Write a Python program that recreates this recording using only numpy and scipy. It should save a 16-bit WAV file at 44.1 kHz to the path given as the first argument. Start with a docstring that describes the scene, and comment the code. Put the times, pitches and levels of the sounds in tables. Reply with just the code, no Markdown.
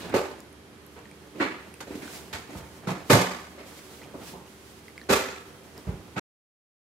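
"""In a bare, echoing house with a wooden floor, a cat licks its fur a step from a small stereo camera.
Air noise is shaped noise and a low appliance hum is wavering sines; fur rustle is filtered crackle,
and shifting weight is soft low noise in the boards. Further off, things are knocked and set down:
banded noise echoes with ringing panels. Tongue clicks are short dying sines with wet noise snaps.
The sound stops dead before the end."""
import sys
import numpy as np
from scipy import signal
from scipy.fft import rfft, irfft, next_fast_len
from scipy.io import wavfile
from scipy.ndimage import uniform_filter1d

SR = 44100
rng = np.random.default_rng(int(sys.argv[2]) if len(sys.argv) > 2 else 0)


def unload_audio(sound):
    """Save the sound as a 16-bit wav file, at the path given as the first command line argument."""
    columns = np.transpose(np.atleast_2d(sound))
    # keep every value between -1 and 1, then stretch to whole-number steps
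    steps = np.round(np.clip(columns, -1, 1) * 32767)
    wavfile.write(sys.argv[1], SR, steps.astype(np.int16))


N = 306039  # samples

# All levels are relative to one another, ahead of the stereo balance and the camera.
# Air noise spectrum: frequency_hz, density_db (its shape only; AIR_DB sets the level)
AIR_SPECTRUM = [(15, -58.5), (35, -23), (64, -5.5), (102, -3.5), (223, 0), (280, -9), (373, -1), (624, -11),
                (2000, -14.5), (8000, -26.5), (11700, -26), (13300, -34), (16000, -45)]
# Hum partials: frequency_hz, mean_level_db (rms)
HUM_PARTIALS = [(75.4, -62), (296.1, -62.5), (387.6, -64.5), (473.7, -71), (3208, -76), (7284, -99.5)]
# Strokes through the fur: loudest_s, level_db, swell_s, fade_s (both times to 10 dB down)
FUR_STROKES = [(0.0, -51, .05, 0.063), (1.96, -64, .04, 0.036), (2.16, -45.5, 0.19, 0.099),
               (2.582, -48.5, 0.016, 0.022), (2.78, -55.5, .08, 0.034), (3.67, -52, 0.02, 0.19),
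               (3.78, -50, 0.049, 0.088), (3.94, -49, 0.1, .1), (4.28, -46.5, 0.078, 0.069),
               (4.65, -55, 0.14, 0.23)]
# Restlessness between strokes, joined by straight lines: time_s, rustle_db, shuffle_db
RESTLESSNESS = [(0, -60, -44.5), (.4, -66, -45.5), (.52, -81, -62), (.9, -65.5, -70), (1.6, -65, -51.5),
                (1.8, -62, -64), (1.95, -63, -49.5), (2.56, -57.5, -47.5), (2.75, -59, -58.5),
                (2.9, -71, -47), (3.1, -50, -47), (3.6, -60.5, -61), (3.791, -67, -50.5), (4.1, -72, -54),
                (4.27, -58, -48.5), (4.55, -63.5, -64.5), (5.4, -60, -57), (5.63, -62.5, -56),
                (5.8, -59.5, -51.5), (6.2, -64, -62)]
# Knocks in the house: start_s, boom_db, thud_db, thud_hz, clack_db, clack_hz,
# treble_fall_db_per_octave, rise_s (scaled by band), rattle_length_s, echo_ratio (to the room's decay)
HOUSE_KNOCKS = [(0.004, -56, -49.5, 284, -49, 3300, 9, 0.0011, 0.031, 1.7),
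                (0.08, -33, -31, 282, -35, 1900, 16, 0.078, 0.075, 0.53),
                (0.138, -43, -25.5, 490, -34.5, 890, 3.13, 0.0025, .04, 0.76),
                (0.959, -69, -52.5, 620, -56, 1800, 11, 0.0043, .02, 0.96),
                (1.33, -64, -37, 327, -49, 2000, 3, 0.064, .079, 1.3),
                (1.397, -58, -30, 310, -30.5, 1930, 12, 0.0052, 0.033, 0.8),
                (1.804, -70, -40, 290, -41.5, 900, 1.5, 0.00053, 0.003, 0.25),
                (1.866, -60, -44.5, 408, -55, 2200, 4.5, 0.0036, 0.015, 1.2),
                (1.902, -43, -40, 280, -53, 2000, 15, 0.0057, 0.01, 1),
                (1.948, -53, -39.5, 278, -53, 3000, 1, 0.0051, 0.0085, 0.45),
                (2.015, -62, -41.5, 287, -48, 1920, 6.5, .0043, 0.013, .99),
                (2.328, -35, -60, 155, -38, 2370, 4.5, 0.00074, .008, 0.63),
                (2.489, -70.5, -44, 300, -53.5, 1810, 5, .01, .02, 1.4),
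                (2.547, -41, -44.5, 138, -52, 806, 7, 0.0024, .015, 1.64),
                (2.869, -53, -32, 182, -35.5, 700, 4, 0.0039, 0.035, 0.73),
                (3.095, -44, -20.5, 160.1, -20, 520, 2, 0.0057, .04, 0.91),
                (3.573, -64, -47.5, 436, -53.5, 1860, 6, 0.0092, 0.033, .92),
                (4.138, -52, -42.5, 310, -50, 840, 11.5, .002, 0.021, 0.87),
                (4.327, -54, -45.5, 150, -44.5, 764, 22, 0.0083, 0.019, 0.75),
                (5.086, -31.5, -23, 388, -26, 1260, 2, 0.013, 0.048, 0.9),
                (5.862, -28.5, -40.5, 163, -45, 390, 6, 0.011, 0.035, 1.14),
                (6.156, -40.5, -36, 190, -34, 1460, 8, 0.013, .035, 1)]
# Edges of adjoining frequency bands: edge_hz
BAND_EDGES_HZ = [60, 115, 210, 340, 620, 1050, 1500, 2600, 4500, 8000, 13500]
# Room decay in each band: t60_s (before a knock's echo_ratio)
ROOM_T60_S = [0.37, 0.37, 0.578, 0.56, 0.66, 0.75, 0.74, 0.68, 0.64, 0.49]
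# Left-right likeness of the echo in each band: likeness (0 to 1)
ROOM_LIKENESS = [.96, .97, .9, .8, .4, .1, 0, .1, .05, .1]
# How strongly the house passes each band: gain_db
ROOM_GAIN_DB = [-4, 0.7, -0.5, 1, 0, -0.3, 1.5, 0.1, 1.35, -0.5]
# Floor and door panel modes: frequency_hz, level_db (before PANELS_DB), t60_s (before echo_ratio)
PANEL_MODES = [(103, 3, 0.17), (138, 4.5, 0.24), (182.7, 2.5, 0.59), (281, -4.5, 0.17), (298, 4.5, 0.16),
               (387.6, 2.5, 0.65), (417, -2, 0.33), (492, -8.5, 0.46), (734, -12, 0.37), (895, 3, 0.57),
               (995, -10.5, 0.3), (1504, 0, 0.29)]
# Tongue clicks: start_s, mouth_db, mouth_hz, snap_db, snap_hz (levels are of the main sine before decay)
TONGUE_CLICKS = [(.097, -52, 2000, -39, 9000), (.304, -60, 2000, -47, 11500), (.392, -52, 2000, -48, 10300),
                 (.4045, -42, 5000, -38, 7040), (.5283, -64, 2000, -44, 9860),
                 (.865, -59, 2000, -37, 11700), (.991, -54, 2700, -47, 7290),
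                 (1.0556, -41, 1850, -63, 6900), (1.1137, -41, 2320, -44, 8930),
                 (1.741, -40, 2600, -35, 9500), (2.0786, -35, 1500, -37, 3200),
                 (2.5086, -49, 2000, -41, 6800), (2.641, -45, 1810, -58, 7430),
                 (3.791, -42, 2120, -54, 7040), (4.017, -41, 2000, -56, 6230),
                 (4.025, -40, 2150, -57, 6000), (4.033, -42, 2500, -55, 6300),
                 (4.040, -41, 3000, -59, 6500), (4.047, -43, 2400, -63, 6500),
                 (4.463, -48, 2700, -58, 6000), (4.478, -44, 2900, -66, 6080),
                 (4.882, -36, 2050, -47, 9430), (4.9786, -30, 2150, -41, 7360),
                 (5.015, -36, 1800, -41, 4300), (5.040, -62, 2270, -47, 6000),
                 (5.3615, -33, 2333, -53, 6180), (5.7786, -32, 5140, -41, 7500)]

AIR_DB = -52.5  # rms
PANELS_DB = -5.5  # added to every panel mode
BOOM_HZ = 88
THUD_FALL_DB = 22.5  # fall one octave off the pitch of boom or thud, growing as octaves squared
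CLACK_RISE_DB = 4.5  # per octave below the clack's pitch
EARLY_SHARE, EARLY_T60_S = 0.31, 0.12  # the near walls' echo; the decay is scaled by echo_ratio
MOUTH_CYCLES = 30  # cycles of the mouth's main ring until 60 dB down
FLOOR_ECHO_DB, SCATTER_DB = -8, -35
RIGHT_DB = 2.5  # right above left
LOW_CUT_HZ, TOP_HZ = 45, 15700
STOP_S = 6.197

FFT_SIZE = next_fast_len(N + SR)
HZ = np.arange(FFT_SIZE // 2 + 1) * SR / FFT_SIZE
BAND_FILTERS = [signal.butter(3, edges, "band", fs=SR, output="sos")
                for edges in zip(BAND_EDGES_HZ, BAND_EDGES_HZ[1:])]


def undb(db):
    """Decibel law: amplitude gain is ten to the power of level over twenty."""
    return 10 ** (np.asarray(db) / 20)


def level(x, db):
    """Root-mean-square normalisation: scale a signal to an rms level."""
    return x * undb(db) / np.sqrt(np.mean(x ** 2))


def walk(rate):
    """Smoothed random modulation: levels held 1 / rate s, averaged twice, with a spread near 1."""
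    hold = int(SR / rate)
    steps = np.repeat(rng.standard_normal(N // hold + 1), hold)
    slewed = uniform_filter1d(uniform_filter1d(steps, hold), hold)
    return 1.5 * slewed[:N]


def air_noise():
    """Diffuse-field coherence: left and right agree in the bass and part towards the treble."""
    hz, db = np.transpose(AIR_SPECTRUM)
    colour = undb(np.interp(np.log(HZ + 1), np.log(hz), db))
    alike = .9 / (1 + (HZ / 750) ** 3)
    mid, side = rfft(rng.standard_normal((2, FFT_SIZE)))
    sides = np.sqrt(1 - alike) * side * np.array([[1], [-1]])
    air = irfft(colour * (np.sqrt(1 + alike) * mid + sides))[:, :N]
    return level(air, AIR_DB)


def appliance_hum():
    """Additive synthesis: steady partials wavering in level and phase."""
    t = np.arange(N) / SR
    hum = np.zeros(N)
    for hz, db in HUM_PARTIALS:
        gain = np.sqrt(2) * undb(db + 1.0 * walk(8.6))  # rms to peak
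        hum += gain * np.sin(2 * np.pi * hz * t + 0.6 * walk(24))
    return hum


def band(lo_hz, hi_hz, steep=3):
    """Butterworth magnitude law: a smooth band-pass gain over the spectrum."""
    low_side = 1 + (lo_hz / (HZ + 1)) ** (2 * steep)
    high_side = 1 + (HZ / hi_hz) ** (2 * steep)
    return 1 / np.sqrt(low_side * high_side)


def pair(count, alike):
    """Stereo correlation: shared and opposed noise mixed to a given left-right likeness."""
    mid, side = rng.standard_normal((2, count))
    alike = np.clip(alike, 0, 1)
    return np.sqrt((1 + alike) / 2) * mid + np.sqrt((1 - alike) / 2) * side * np.array([[1], [-1]])


def fur_rustle():
    """Friction noise: dense fine crackle between hairs, swelling with each stroke."""
    t = np.arange(N) / SR
    time_s, rustle_db, _ = np.transpose(RESTLESSNESS)
    power = undb(np.interp(t, time_s, rustle_db)) ** 2
    for at, db, swell, fade in FUR_STROKES:
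        tens_of_db_down = np.where(t < at, (at - t) / swell, (t - at) / fade)
        power += undb(db - 10 * tens_of_db_down) ** 2
    # exponential spikes in dB make the crackle; the walk clumps it
    crackle = pair(N, .1) * undb(1.5 * rng.standard_exponential(N) + 1.2 * walk(30))
    colour = band(1000, 8700, steep=0.77) * band(100, 16000, steep=4.4) / np.sqrt(1 + HZ / 9000)
    rustle = irfft(rfft(crackle, FFT_SIZE) * colour)[:, :N]
    return level(rustle, 0) * np.sqrt(power)


def board_shuffle():
    """Structure-borne sound: shifting weight makes lumpy low noise in the boards."""
    time_s, _, shuffle_db = np.transpose(RESTLESSNESS)
    lumps = undb(3.2 * walk(45))
    thuds = irfft(rfft(pair(N, 0.8) * lumps, FFT_SIZE) * band(140, 430, steep=1.32))[:, :N]
    return level(thuds, 0) * undb(np.interp(np.arange(N) / SR, time_s, shuffle_db))


def ring(hz, t60, t):
    """Damped resonance: a sine dying exponentially by 60 dB in t60 seconds."""
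    return np.sin(2 * np.pi * hz * t) * np.exp(-np.log(1000) * t / t60)


def add(track, s, sound):
    """Superposition: mix a sound into a track from a given second."""
    i = int(s * SR)
    track[..., i:i + sound.shape[-1]] += sound[..., :track.shape[-1] - i]


def house_bands(rise, length, echo):
    """Reverberation by band: reflections build, hold while the object rattles and die; panels resonate."""
    t = np.arange(SR * 3 // 4) / SR
    strike = undb(0.73 * rng.standard_normal(len(PANEL_MODES)))  # every blow lands elsewhere
    panels = np.zeros(len(t))
    for gain, (hz, db, t60) in zip(strike, PANEL_MODES):
        panels += gain * undb(db + PANELS_DB) * ring(hz, t60 * echo, t)
    # the struck object's own many short rings colour its whole echo
    body_t = t[:SR // 16]
    body = .028 * rng.standard_normal((1, SR // 16)) * np.exp(-np.log(1000) * body_t / .09)
    body[0, 0] = 1
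    # strong single reflections come in clumps
    clump_steps = np.repeat(rng.standard_normal(len(t) // 256 + 1), 256)
    clumps = undb(2.0 * uniform_filter1d(clump_steps, 200)[:len(t)])
    after = np.log(1000) * np.maximum(t - length, 0) / echo
    for sos, t60, alike, low_hz in zip(BAND_FILTERS, ROOM_T60_S, ROOM_LIKENESS, BAND_EDGES_HZ):
        # the bass builds up first, through the boards
        band_rise = max(rise * (low_hz / 1000) ** 0.2, .0005)
        swell = 1 - np.exp(-(t / band_rise) ** 1.8)
        fade = EARLY_SHARE * np.exp(-after / EARLY_T60_S) + (1 - EARLY_SHARE) * np.exp(-after / t60)
        reflections = signal.fftconvolve(clumps * pair(len(t), alike), body, axes=1)[:, :len(t)]
        tail = level(signal.sosfilt(sos, reflections), 0) * fade
        yield swell * (tail + signal.sosfilt(sos, panels))


def hump(octave, db, hz):
    """Resonance curve: a level peak falling with the square of the distance in octaves."""
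    return undb(db - THUD_FALL_DB * (octave - np.log2(hz)) ** 2)


def knocks():
    """Impact spectrum: a floor boom, a thud and a clack thinning to the treble, heard through the room."""
    out, edges = np.zeros((2, N)), np.log2(BAND_EDGES_HZ)
    octave = (edges[1:] + edges[:-1]) / 2  # band centres
    for s, boom_db, thud_db, thud_hz, clack_db, clack_hz, fall_db, rise, length, echo in HOUSE_KNOCKS:
        above = octave - np.log2(clack_hz)
        clack = undb(clack_db + np.where(above > 0, -fall_db, CLACK_RISE_DB) * above)
        boom, thud = hump(octave, boom_db, BOOM_HZ), hump(octave, thud_db, thud_hz)
        colour = undb(ROOM_GAIN_DB) * np.sqrt(boom ** 2 + thud ** 2 + clack ** 2)
        add(out, s, sum(gain * x for gain, x in zip(colour, house_bands(rise, length, echo))))
    return out


def tongue_clicks():
    """Cavity resonance: the tongue pulls free with two mouth rings and a wet snap."""
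    out, t = np.zeros(N), np.arange(SR // 20) / SR
    for s, mouth_db, mouth_hz, snap_db, snap_hz in TONGUE_CLICKS:
        rings = ring(mouth_hz, MOUTH_CYCLES / mouth_hz, t) + .45 * ring(2.3 * mouth_hz, .005, t)
        mouth = rings * (1 - np.exp(-t / .0002))  # soft onset
        snap = ring(snap_hz, .0035, t) + .35 * rng.standard_normal(len(t)) * np.exp(-t / .0004)
        add(out, s, undb(mouth_db) * mouth + undb(snap_db) * snap)
    return np.array([out, out])


def licks():
    """Early reflection: floor and door return the clicks as one duller repeat and a short scatter."""
    near = tongue_clicks()
    dull = uniform_filter1d(near, size=9)
    repeat = np.roll(dull, int(0.018 * SR), axis=1)  # 18 ms later
    t = np.arange(SR // 8) / SR
    scatter = pair(len(t), .2) * np.exp(-np.log(1000) * t / .12) * (t > .003)
    scattered = signal.fftconvolve(near, scatter, axes=1)[:, :N]
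    return near + undb(FLOOR_ECHO_DB) * repeat + undb(SCATTER_DB) * scattered


def scene():
    """Linear superposition: every source together, a little louder on the right."""
    mix = knocks() + licks() + fur_rustle() + board_shuffle() + air_noise() + appliance_hum()
    return mix * undb([[-RIGHT_DB / 2], [RIGHT_DB / 2]])


def record(dry):
    """Band limiting and saturation: deep bass cut, peaks rounded, sound cut off, top filtered away."""
    on = np.clip((STOP_S - np.arange(N) / SR) / .004, 0, 1)  # 4 ms fade to silence
    low_cut = signal.butter(2, LOW_CUT_HZ, "high", fs=SR, output="sos")
    top_cut = signal.ellip(10, .2, 80, TOP_HZ, fs=SR, output="sos")
    heard = signal.sosfilt(low_cut, dry)
    rounded = np.tanh(1.636 * heard) / 1.365
    return signal.sosfilt(top_cut, on * rounded)


dry = scene()
out = record(dry)
unload_audio(out)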